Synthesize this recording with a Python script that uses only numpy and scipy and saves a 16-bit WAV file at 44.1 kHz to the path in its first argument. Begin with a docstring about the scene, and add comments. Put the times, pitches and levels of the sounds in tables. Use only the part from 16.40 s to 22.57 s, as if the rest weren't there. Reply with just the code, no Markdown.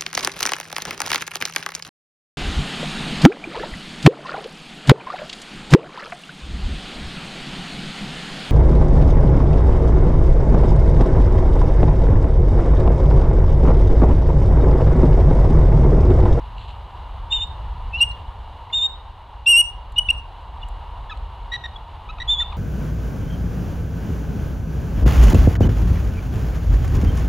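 """Two bald eagles greet each other on a branch beside their nest, close to a small outdoor microphone.
A foot scrapes on bark over a low rumble and the roar of far-off traffic. From about one second the syrinx
gives thin wavering peals and piercing chirps, the loudest overloading the microphone; talons tick.
Near five seconds the calls give way to low chittering as the mate lands, with one last peal near the end.
A short reverberation spreads it all into stereo."""
import sys
import numpy as np
from scipy import signal
from scipy.fft import rfft, irfft
from scipy.io import wavfile

SR = 44100
rng = np.random.default_rng(int(sys.argv[2]) if len(sys.argv) > 2 else 0)


def log_audio(samples):
    """Write samples as a 16-bit WAV file to the path given in sys.argv[1]."""
    # one column per channel
    frames = np.atleast_2d(samples).T
    # limit to full scale, then quantise
    limited = np.clip(frames, -1, 1)
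    pcm = np.round(limited * 32767).astype(np.int16)
    wavfile.write(sys.argv[1], SR, pcm)


N = 272097

# colour of the hiss in the open beak: frequency_hz, level_db
BEAK_HISS = [(1500, -31.5), (2700, 4), (3900, -1), (5200, -17), (7500, -8.5), (11000, -39)]


def peals(settle_s=.013, lead_s=.002, dip_sharpness=5.1, wobble_db=.33, rasp_hz=2896):
    """Held tones at close range: each starts hoarse and wavers through two crests, louder where higher."""
    # one peal a row: start_s, length_s, attack_s, release_s, pitch_hz, climb_hz_per_s, waver_hz,
    # waver_share, level_db, dip_db, swell_db_per_s, second_harmonic_db, rasp_db
    calls = [ (0.896, 0.16, 0.037, 0.023, 3630, -100, 10.2, 0.0185, -16.5, 11, -53, -25, -17.5),
             (2.323, 0.1544, 0.013, 0.017, 3652, 400, 11.9, 0.016, -19.5, 5.5, 18, -24.5, -28.5),
             (3.058, .164, 0.019, .013, 2800, 326.5, 10.9, .026, -7, 2, 8.5, -29, -42.5),
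             (5.872, 0.1677, 0.015, 0.017, 3484, -120, 10.4, 0.0292, -14.7, 15.5, -40.5, -29, -32)]
    out = np.zeros(N)
    for (start, length, attack, release, hz, climb, waver_hz,
         depth, db, dip_db, swell, second_db, rasp_db) in calls:
        t = np.arange(0, length, 1 / SR)
        n = len(t)
        hoarse = np.exp(-t / settle_s)
        pitch = hz * (1 - depth * np.cos(2 * np.pi * waver_hz * t)) + climb * (t - length / 2)
        # loudness crests just before pitch does
        trough = abs(np.cos(np.pi * waver_hz * (t + lead_s))) ** dip_sharpness
        level = amp(db + swell * t - dip_db * trough + wobble_db * tremor(n, hz=55))
        tone = syrinx(pitch, [0, second_db, -60], .0016 + .0043 * hoarse, shimmer=.011, flutter_hz=295.6)
        hiss = (amp(-47.5) + amp(-25) * hoarse) * noise(n, lambda f: read(BEAK_HISS, f))
        rasp = amp(rasp_db) * breath_rasp(n, rasp_hz)
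        add(out, start, gate(t, attack, release) * level * (tone + hiss + rasp))
    return out


def chirps(swell_db=3.5, hiss_db=-33):
    """Short piercing whistles near the microphone, each one quick slide of the syrinx."""
    # one chirp a row: start_s, length_s, pitch_hz, rise_hz, level_db
    notes = [ (0.924, 0.011, 2813, 53, -19.5), (1.525, 0.064, 2730, 281, -23.5),
             (1.568, 0.052, 2890, -83, -29.5), (1.599, 0.052, 2818, 179, -7.5),
             (2.328, 0.021, 2853, 44.5, -25.5), (3.557, 0.034, 2890, 156.5, -24),
             (3.577, 0.026, 2941, 18, -8.5), (3.685, 0.017, 2693, -180, -12.5),
             (3.698, 0.018, 2822, 28, -8.5), (4.227, 0.017, 2870, 77, -33), (5.356, .019, 3364, 6, -35)]
    out = np.zeros(N)
    for start, length, hz, rise_hz, db in notes:
        t = np.arange(0, length, 1 / SR)
        pitch = glide(len(t), hz, rise_hz, droop=.0064)
        tone = syrinx(pitch, [0, -36, -54], jitter=.0042, shimmer=.035, flutter_hz=304)
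        hiss = amp(hiss_db) * noise(len(t), lambda f: read(BEAK_HISS, f))
        level = amp(db + swell_db * (t / length - .5))
        add(out, start, gate(t, .37 * length, .61 * length) * level * (tone + hiss))
    return out


def chitter(rasp_db=-20):
    """Quick, low, reedy notes, each a small arch of pitch through the throat."""
    # one note a row: start_s, length_s, pitch_hz, rise_hz, level_db
    notes = [ (4.695, .017, 1735, -150, -35), (4.707, 0.03, 1282, -134, -33.5),
             (5.115, 0.034, 1926, -16, -27.5), (5.132, 0.022, 1967, -3, -26), (5.149, .02, 1930, -99, -28),
             (5.237, 0.017, 1880, -73.5, -30.5), (5.252, .016, 1888, -124, -30.5),
             (5.686, 0.031, 1285, 92, -35.5), (5.783, 0.0078, 1260, -320, -38.5),
             (5.799, .017, 1913, -124, -30), (5.815, .017, 1968, -34.5, -28.5), (6, .017, 1905, -87.5, -31),
             (6.01, 0.031, 1370, -240, -39), (6.122, 0.012, 1203, -330, -37)]
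    # colour of the throat: frequency_hz, gain_db
    throat = [(1200, 14), (1900, 7), (2600, 9.5), (3400, 6), (3900, 6.5), (5000, -18), (5800, -15.5),
              (7700, -27), (10000, -54)]
    out = np.zeros(N)
    for start, length, hz, rise_hz, db in notes:
        n = round(length * SR)
        pitch = glide(n, hz, rise_hz, droop=.043)
        harmonic_db = [read(throat, k * pitch) for k in range(1, 6)]
        tone = syrinx(pitch, harmonic_db, jitter=.013, shimmer=.02, flutter_hz=530)
        rasp = noise(n, lambda f: read(throat, f) - 12 * abs(np.log2((f + 1) / 3200)))
        envelope = gate(np.arange(n) / SR, .24 * length, .34 * length)
        add(out, start, amp(db) * envelope * (tone + amp(rasp_db) * rasp))
    return out


def cracks():
    """The voice cracks: the syrinx slips for a moment to another, unsteady pitch."""
    # one rough squeak a row: start_s, length_s, pitch_hz, level_db
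    squeaks = [(0.967, 0.041, 2950, -38), (1.007, 0.027, 2900, -38), (1.576, 0.042, 4050, -42.5),
               (1.706, 0.02, 4090, -47), (2.298, 0.013, 2114, -44.5), (3.056, 0.011, 3490, -38),
               (3.157, 0.012, 3107, -29.5), (3.552, 0.032, 3690, -45), (3.68, .011, 3500, -41),
               (4.209, 0.029, 3450, -48)]
    out = np.zeros(N)
    for start, length, hz, db in squeaks:
        n = round(length * SR)
        tone = syrinx(np.full(n, hz), [0, -32], jitter=.021, shimmer=.27, flutter_hz=450)
        add(out, start, amp(db) * tone * signal.windows.hann(n))
    return out


def syrinx(pitch, harmonic_db, jitter, shimmer, flutter_hz):
    """A vibrating membrane, unsteady in pitch (jitter) and in level (shimmer), both as shares."""
    n = len(pitch)
    phase = 2 * np.pi * np.cumsum(pitch * (1 + jitter * tremor(n, flutter_hz))) / SR
    tone = sum(amp(db) * np.cos(k * phase) for k, db in enumerate(harmonic_db, 1))
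    return unit(tone) * (1 + shimmer * tremor(n, flutter_hz))


def breath_rasp(n, hz, width_hz=180):
    """Breath noise ringing in a narrow microphone-housing resonance near 2.9 kHz."""
    return noise(n, lambda f: -20 * np.log10(1 + ((f - hz) / width_hz) ** 2))


def talons(decay_s=.002, grain_db=4):
    """Dry ticks and one grainy scrape on the bark of the branch."""
    # talons and beak ticking on bark: start_s, level_db, tilt_db_per_octave
    ticks = [(1.072, -50, 16), (3.521, -45, 25), (3.525, -49, 14), (4.283, -48, 26), (4.287, -44, 22),
             (4.412, -57, -2), (4.774, -43.5, 9)]
    # a foot scraping over bark: time_s, level_db
    scrape = [(.15, -63), (.18, -49), (.21, -47), (.27, -55.5), (.305, -43), (.34, -63), (.45, -76)]
    # colour of bark under a talon: frequency_hz, level_db
    bark = [(1000, -29), (2400, 2.5), (2850, 13), (3300, 7), (4200, 6), (5200, -21.5), (7500, -14.5),
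            (13000, -47)]
    out, t = np.zeros(N), np.arange(1024) / SR
    for start, db, tilt in ticks:
        burst = noise(len(t), lambda f: read(bark, f) + tilt * np.log2(np.maximum(f, 2000)))
        add(out, start, amp(db) * burst * np.exp(-t / decay_s))
    scrape_db = np.interp(np.arange(N) / SR, *np.transpose(scrape), left=-120, right=-120)
    friction = noise(N, lambda f: read(bark, f))
    grain = unit(amp(grain_db * tremor(N, hz=120)))
    return out + amp(scrape_db) * friction * grain


def outdoors(waver_db=.62):
    """The background at the nest: a low rumble and the roar of distant traffic and air."""
    # colours of the rumble and the roar: frequency_hz, level_db
    rumble_colour = [(15, -38), (26, -1), (43, 3.5), (61, 1.5), (84, -5), (199, -27.5), (300, -38.5),
                     (390, -69), (660, -120)]
    roar_colour = [(150, -45.5), (250, -20), (575, -14), (636, -12), (693, -10), (957, -2), (1300, -16),
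                   (1620, -21.5), (2520, -26.5), (2890, -22), (3140, -23.5), (3990, -26.5), (5410, -44),
                   (13300, -53), (14500, -64.5)]
    # narrow humps in the roar: centre_hz, width_hz, gain_db
    humps = [(910, 110, 1.5), (2872, 160, 6)]
    # rise and fall of the rumble and the roar: time_s, level_db
    rumble_level = [(0, -32.5), (.85, -33.5), (1.25, -29.5), (1.75, -30.5), (2.4, -39), (2.9, -39.5),
                    (3.15, -37), (3.75, -32), (3.93, -39), (4.14, -33), (5.5, -34.5), (6.17, -28.5)]
    roar_level = [(0, -42), (1.65, -41), (2.9, -44.5), (3.9, -43.5), (4.25, -41.5), (5.5, -42.5),
                  (6.17, -40)]
    t = np.arange(N) / SR
    rumble = noise(N, lambda f: read(rumble_colour, f) - 24 * np.log2(np.maximum(f / 300, 1)))
    roar = noise(N, lambda f: read(roar_colour, f)
                 + sum(db / (1 + (2 * (f - hz) / width) ** 2) for hz, width, db in humps))
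    rumble_db = np.interp(t, *np.transpose(rumble_level))
    roar_db = np.interp(t, *np.transpose(roar_level)) + waver_db * tremor(N, hz=10)
    return rumble * amp(rumble_db) + roar * amp(roar_db)


def overload(x, ceiling=.365, bias=.055, crossover_hz=1400):
    """The loudest calls hit the microphone's ceiling, one side sooner; low sounds pass untouched."""
    # colour of the distortion: frequency_hz, gain_db
    buzz = [(900, -33), (1700, -6), (2500, 2), (3200, 0.5), (5600, -10.5), (8500, 1.5), (11300, 1.5),
            (14000, -1)]
    hz = np.fft.rfftfreq(N, 1 / SR)
    highpass = 1 - 1 / (1 + (hz / crossover_hz) ** 6)
    oversampled = signal.resample_poly(irfft(rfft(x) * highpass, N), 4, 1)
    clipped = np.clip(oversampled, bias - ceiling, bias + ceiling)
    distortion = signal.resample_poly(clipped - oversampled, 1, 4)
    return x + irfft(rfft(distortion) * amp(read(buzz, hz)), N)


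def reverberation(x, wet_db=-18, treble_loss_db_per_s=115):
    """Dense scattered echoes, unrelated in the middle and at the sides; the treble dies first."""
    # relative strength of the echoes: delay_s, level_db
    decay = [(.008, -23.5), (.017, -0.5), (.026, 4), (.042, -2.5), (.056, -6.5), (.078, 0), (.12, -14.5),
             (.2, -29), (.4, -50)]
    # colour of the echoes: frequency_hz, gain_db
    echo_colour = [(80, -40.5), (160, -23.5), (300, -7.5), (600, 0.5), (1200, -0.5), (3000, -1.5),
                   (8500, 5), (13000, -12)]
    t, padded = np.arange(SR // 2) / SR, N + SR
    envelope = amp(np.interp(t, *np.transpose(decay), left=-100, right=-100))
    echoes = rng.standard_normal((2, len(t))) * envelope
    echoes *= amp(wet_db) / np.linalg.norm(echoes, axis=1, keepdims=True)
    low = signal.sosfiltfilt(signal.butter(3, 5500, fs=SR, output="sos"), echoes)
    echoes = low + (echoes - low) * amp(-treble_loss_db_per_s * t)
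    colour = amp(read(echo_colour, np.fft.rfftfreq(padded, 1 / SR)))
    mid, side = irfft(rfft(echoes, padded) * rfft(x, padded) * colour, padded)[:, :N]
    return np.array([x + mid + side, x + mid - side])


def glide(n, hz, rise_hz, droop):
    """The pitch of a short note: a slide whose ends sag by the share droop."""
    position = np.linspace(-1, 1, n)
    return hz * (1 - droop * position ** 2) + rise_hz * position / 2


def gate(t, attack_s, release_s):
    """A smooth attack, a hold and a smooth release."""
    ramp = np.minimum(t / attack_s, (t[-1] - t) / release_s)
    return np.sin(np.pi / 2 * np.clip(ramp, 0, 1)) ** 2


def tremor(n, hz):
    """Random unsteadiness up to a rate."""
    return noise(n + 4096, lambda f: -10 * np.log10(1 + (f / hz) ** 4))[:n]


def noise(n, colour_db):
    """Noise of rms 1 whose spectrum in dB is a function of frequency."""
    gain = amp(colour_db(np.fft.rfftfreq(n, 1 / SR)))
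    return unit(irfft(rfft(rng.standard_normal(n)) * gain, n))


def read(points, hz):
    """Interpolates a colour table on a log-frequency axis."""
    f, db = np.transpose(points)
    return np.interp(np.log(hz + 1), np.log(f + 1), db)


def add(mix, start_s, sound):
    """Lays a sound into the mix at a time."""
    part = mix[max(round(start_s * SR), 0):][:len(sound)]
    part += sound[:len(part)]


def amp(db):
    """Decibels to gain."""
    return 10 ** (np.asarray(db) / 20)


def unit(x):
    """Scales to rms 1."""
    return x / np.sqrt(np.mean(x ** 2) + 1e-20)


def scene():
    """Both birds and their background, heard from one point close to the branch."""
    return np.tile(outdoors() + peals() + chirps() + cracks() + chitter() + talons(), (2, 1))


def record(dry):
    """The small microphone overloads; stereo reverberation follows, then a 14 kHz band limit."""
    microphone = overload(dry.mean(axis=0))
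    wide = reverberation(microphone) * signal.windows.tukey(N, .001)
    lowpass = signal.firwin(401, 14000, window=("kaiser", 9), fs=SR)
    return signal.oaconvolve(wide, lowpass[None], "same", axes=1)


dry = scene()
out = record(dry)
log_audio(out)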